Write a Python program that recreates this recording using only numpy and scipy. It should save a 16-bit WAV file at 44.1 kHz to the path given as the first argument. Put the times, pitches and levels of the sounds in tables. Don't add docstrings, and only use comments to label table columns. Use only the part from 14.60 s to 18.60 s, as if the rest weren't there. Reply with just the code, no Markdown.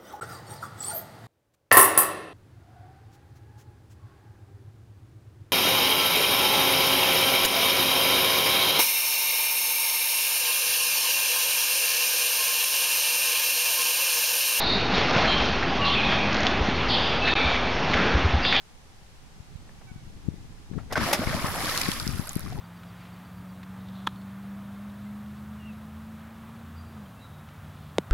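import sys
import numpy as np
from scipy import signal
from scipy.io import wavfile

SR = 44100
rng = np.random.default_rng(int(sys.argv[2]) if len(sys.argv) > 2 else 0)


def master(y):
    cut = np.clip(np.atleast_2d(y).T, -1, 1)
    pcm = np.round(cut * 32767)
    wavfile.write(sys.argv[1], SR, pcm.astype(np.int16))


N = 176400
TIME = np.arange(N) / SR


def from_db(db):
    return 10 ** (np.asarray(db) / 20)


def rms_one(x):
    return x / np.sqrt(np.mean(x ** 2) + 1e-20)


def fader(rows):
    return from_db(np.interp(TIME, *np.transpose(rows)))


def band(x, low_hz, high_hz):
    return signal.sosfilt(signal.butter(2, [low_hz, high_hz], "band", fs=SR, output="sos"), x)


def add(track, start_s, sound):
    start = int(start_s * SR)
    part = sound[max(-start, 0):max(N - start, 0)]
    track[max(start, 0):max(start, 0) + len(part)] += part


def drift(rate_hz, count=N):
    step, settle = 8, 4000
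    pole = np.exp(-2 * np.pi * rate_hz * step / SR)
    noise = rng.standard_normal(count // step + settle + 2)
    slow = signal.lfilter([1], [1, -2 * pole, pole * pole], noise)[settle:]
    return np.interp(np.arange(count) / step, np.arange(len(slow)), rms_one(slow))


def wavering(hz, width_hz, waver_db=2.2):
    phase = 2 * np.pi * np.cumsum(hz + width_hz / 2 * drift(width_hz)) / SR
    return rms_one(np.sin(phase) * from_db(waver_db * drift(rate_hz=5)))


def coloured(sources, spectrum, flicker_db):
    hz, db = np.transpose(spectrum)
    edges_hz = 22 * 2 ** (np.arange(27) / 3)
    out = 0
    for k, (low, high) in enumerate(zip(edges_hz, edges_hz[1:])):
        band_db = np.interp(np.log(low * high) / 2, np.log(hz), db)
        gain = from_db(band_db + flicker_db * drift(rate_hz=8.4))
        out = out + gain * band(sources[k % 2], low, high)
    return rms_one(out)


def impacts(per_s, spread_db):
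    sizes = from_db(spread_db * np.minimum(rng.exponential(1, N), 5))
    signs = rng.choice([-1, 1], N)
    return rms_one(sizes * signs * (rng.random(N) < per_s / SR))


def shed(x, t60_s=0.81, build_s=0.017):
    t = TIME[:SR]
    tail = rng.standard_normal(SR) * from_db(-60 * t / t60_s) * (1 - np.exp(-t / build_s))
    return signal.fftconvolve(x, tail / np.linalg.norm(tail))[:N]


def drive():
    # (pitch [Hz], width [Hz], level [dB])
    hums = [(154.6, 10, -50.5), (254.6, 8, -40.5), (390, 9.2, -49.5), (798.4, 8, -42), (739, 60, -46.5)]
    return sum(from_db(db) * wavering(hz, width_hz) for hz, width_hz, db in hums)


def shell():
    # (time [s], level [dB])
    ring_level = [(0, -43), (1.1, -42.5), (1.4, -36.5), (1.8, -36.5), (2.1, -45.5), (4, -46.5)]
    return fader(ring_level) * wavering(hz=207, width_hz=8)


def bumps():
    # (time [s], envelope peak [dB], pitch [Hz], swell [s])
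    thuds = [(0.144, -26.5, 203, 0.012), (.325, -22.5, 188, 0.0066), (0.561, -16, 141.4, 0.0038),
             (0.748, -26.5, 55, 0.0085), (1.06, -27.5, 347, 0.0093), (2.007, -14, 63, 0.0059),
             (2.086, -14, 231, 0.0017), (2.613, -24, 70, 0.0077), (2.85, -20, 72, 0.0089),
             (2.94, -28, 65, 0.0065), (3.34, -21.5, 72, 0.0096), (3.545, -13.5, 66.4, 0.0093),
             (3.645, -12, 79.5, .008), (3.734, -13.5, 71.5, 0.012)]
    out, t = np.zeros(N), TIME[:SR // 5]
    for start, db, hz, swell in thuds:
        envelope = t / swell * np.exp(1 - t / swell)
        add(out, start, from_db(db) * envelope * np.sin(2 * np.pi * hz * t))
    return out


def ticks(crumble_share=0.044, crumble_s=0.0035, band_ratio=1.32, trim_db=3.5, echo_db=-9):
    # (time [s], peak before trim [dB], centre [Hz])
    strikes = [(.369, -18, 2000), (1.73, -21.5, 4170), (1.745, -18, 3900), (1.768, -21, 3800),
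               (1.805, -22.5, 4860), (1.833, -20, 4230), (1.868, -9, 3150), (2.677, -19.5, 1860),
               (3.336, -16, 2200), (3.341, -11.5, 2170), (3.851, -15, 2020), (3.926, -10, 1890),
               (3.965, -12, 2800)]
    out, t = np.zeros(N), TIME[:SR // 20]
    contact = t == 0
    for start, db, hz in strikes:
        crumble = crumble_share * rng.standard_normal(len(t)) * np.exp(-t / crumble_s)
        crack = band(contact + crumble, hz / band_ratio, hz * band_ratio)
        add(out, start, from_db(db + trim_db) * crack / np.abs(crack).max())
    return out + from_db(echo_db) * shed(out)


def scrapes(band_ratio=1.43):
    # (time [s], rise [s], fall [s], level [dB], centre [Hz])
    drags = [(.32, .04, 0.11, -35, 2730), (.48, .10, .08, -25, 850), (.61, .04, 0.057, -27, 1600),
             (1.023, .006, 0.0098, -23, 1600), (1.515, .01, 0.021, -23.5, 1400),
             (2.672, .008, .025, -24, 2000), (3.333, .004, 0.012, -20, 2300), (3.35, .025, 0.27, -27, 1500),
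             (3.849, .003, 0.0064, -26, 1700), (3.927, .002, 0.027, -27, 1900)]
    grit = impacts(per_s=1800, spread_db=1.5)
    out = np.zeros(N)
    for start, rise, fall, db, hz in drags:
        attack = np.clip((TIME - start) / rise, 0, 1)
        release = np.exp(-np.maximum(TIME - start - rise, 0) / fall)
        resonance = rms_one(band(grit, hz / band_ratio, hz * band_ratio))
        out += from_db(db) * attack * release * resonance
    return out


def squeals(attack_s=0.0076, release_s=0.016, top_hz=5100, trim_db=-1, echo_db=-1.5):
    # (time [s], length [s], from [Hz], to [Hz], level before trim [dB], rasp spread [Hz])
    glides = [ (-.03, 0.18, 4320, 4140, -30, 327), (-.03, 0.19, 3710, 3716, -30.5, 137),
              (.675, 0.069, 3220, 3155, -26.5, 85), (0.669, .06, 4200, 4090, -30, 300),
              (.78, .07, 3210, 3150, -35.5, 280), (0.787, 0.038, 2600, 2550, -33, 190),
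              (1.08, .03, 4450, 4980, -41.5, 79.4), (1.187, .08, 1126, 1122, -29.5, 40),
              (1.212, 0.043, 2843, 2730, -27, 95), (1.241, 0.051, 4300, 3995, -29.5, 360),
              (1.255, 0.095, 3320, 3334, -27, 235), (1.345, 0.067, 2630, 2497, -26, 130),
              (1.422, .11, 3500, 3333, -32, 229), (1.43, .1, 2565, 2424, -33, 128),
              (1.45, 0.066, 1123, 1110, -37, 25.8), (1.57, 0.087, 2490, 2432, -32.5, 130),
              (2.281, 0.068, 4600, 4375, -29.5, 380), (2.292, 0.084, 3455, 3280, -26, 340),
              (2.42, .09, 3150, 3300, -31.5, 300), (2.423, 0.077, 4890, 4820, -38, 151),
              (2.615, 0.092, 2629, 2608, -26.5, 35), (2.646, 0.0946, 3850, 3610, -29, 380),
              (2.663, 0.042, 1735, 1796, -31.5, 60), (2.753, 0.097, 2350, 2324, -28.5, 110),
              (2.754, 0.12, 3550, 3425, -34, 236), (2.925, 0.037, 2340, 2320, -28.5, 120),
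              (3.815, 0.085, 2764, 2770, -33.5, 110), (3.824, 0.064, 4740, 4710, -32.5, 260),
              (3.84, 0.087, 3485, 3588, -25.5, 300), (3.925, 0.047, 2400, 2390, -29, 130),
              (3.924, 0.038, 1850, 1816, -29.5, 130), (3.94, .07, 3360, 3320, -25, 240),
              (3.945, 0.076, 4600, 4430, -38, 380)]
    out, t = np.zeros(N), TIME[:SR // 3]
    for start, length, from_hz, to_hz, db, rasp_hz in glides:
        rasp = rasp_hz * drift(rate_hz=454, count=len(t))
        hz = np.interp(t, [0, length], [from_hz, to_hz]) + rasp
        tone = np.sqrt(2) * np.sin(2 * np.pi * np.cumsum(hz) / SR)
        envelope = np.minimum(t / attack_s, 1) * np.exp(-np.maximum(t - length, 0) / release_s)
        add(out, start, from_db(db + trim_db) * envelope * tone)
    out = signal.sosfilt(signal.butter(8, top_hz, fs=SR, output="sos"), out)
    return out + from_db(echo_db) * shed(out)


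def tumbling(grain_share=0.37):
    grains = impacts(per_s=1500, spread_db=3.5)
    streams = np.array([grains, np.roll(grains, SR // 1000)])
    wash = rng.standard_normal((2, N))
    return np.sqrt(grain_share) * streams + np.sqrt(1 - grain_share) * wash


def rumble():
    # (time [s], level [dB])
    swells = [(0, -40), (.15, -34), (.4, -32.5), (.6, -31.5), (1.0, -39.5), (1.7, -35), (2.1, -34.5),
              (2.6, -45.5), (3.2, -37.5), (3.45, -26), (3.7, -35.5), (4, -54)]
    # (frequency [Hz], relative density [dB])
    spectrum = [(60, -25.5), (130, 2), (210, -2), (400, -3), (700, -15), (7000, -59.5)]
    return fader(swells) * coloured(tumbling(), spectrum, flicker_db=2.0)


def slides():
    # (time [s], level [dB])
    surges = [(0, -42), (.28, -35.5), (.36, -24), (.48, -26.5), (.58, -22), (.7, -27.5), (.95, -33),
              (1.4, -58), (1.52, -28), (1.65, -34.5), (1.87, -27.5), (2.05, -42), (2.58, -38.5),
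              (2.68, -45), (2.9, -28), (3.1, -43), (3.31, -32.5), (3.36, -28.5), (3.52, -31.5), (3.78, -50),
              (3.95, -28), (4, -38)]
    # (frequency [Hz], relative density [dB])
    spectrum = [(60, -14.5), (250, -10), (600, 0.5), (1500, -3), (2400, -4.5), (4000, -8), (5500, -18.5),
                (7000, -50)]
    return fader(surges) * coloured(tumbling(), spectrum, flicker_db=2.0)


def roar():
    # (time [s], level [dB])
    roar_level = [(0, -26.5), (1.0, -26.5), (2.1, -26), (3.3, -26), (3.75, -27), (4, -29.5)]
    # (frequency [Hz], relative density [dB])
    spectrum = [(25, -8), (55, 0), (120, -5), (300, -6.5), (520, -8.5), (780, -6), (1100, -9), (1700, -11),
                (2600, -12.5), (3600, -16.5), (4500, -21), (5600, -30), (7000, -66.5)]
    return fader(roar_level) * coloured(rng.standard_normal((2, N)), spectrum, flicker_db=1.53)


def scene(lean_db=0.56, blur_db=-26.5):
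    mid = roar() + rumble() + slides() + drive() + shell() + scrapes() + squeals() + ticks() + bumps()
    treble = signal.sosfilt(signal.butter(1, 800, "high", fs=SR, output="sos"), mid)
    side = (from_db(lean_db / 2) - 1) * treble + from_db(blur_db) * shed(treble)
    return mid + side * np.array([[-1], [1]])


def record(dry, offset=-0.027, dip_from_s=2.738, dip_to_s=2.753, dip_db=-25, cutoff_hz=6850):
    in_dip = (TIME >= dip_from_s) & (TIME <= dip_to_s)
    out = (dry + offset) * np.where(in_dip, from_db(dip_db), 1)
    return signal.sosfilt(signal.ellip(12, .2, 90, cutoff_hz, fs=SR, output="sos"), out)


dry = scene()
out = record(dry)
master(out)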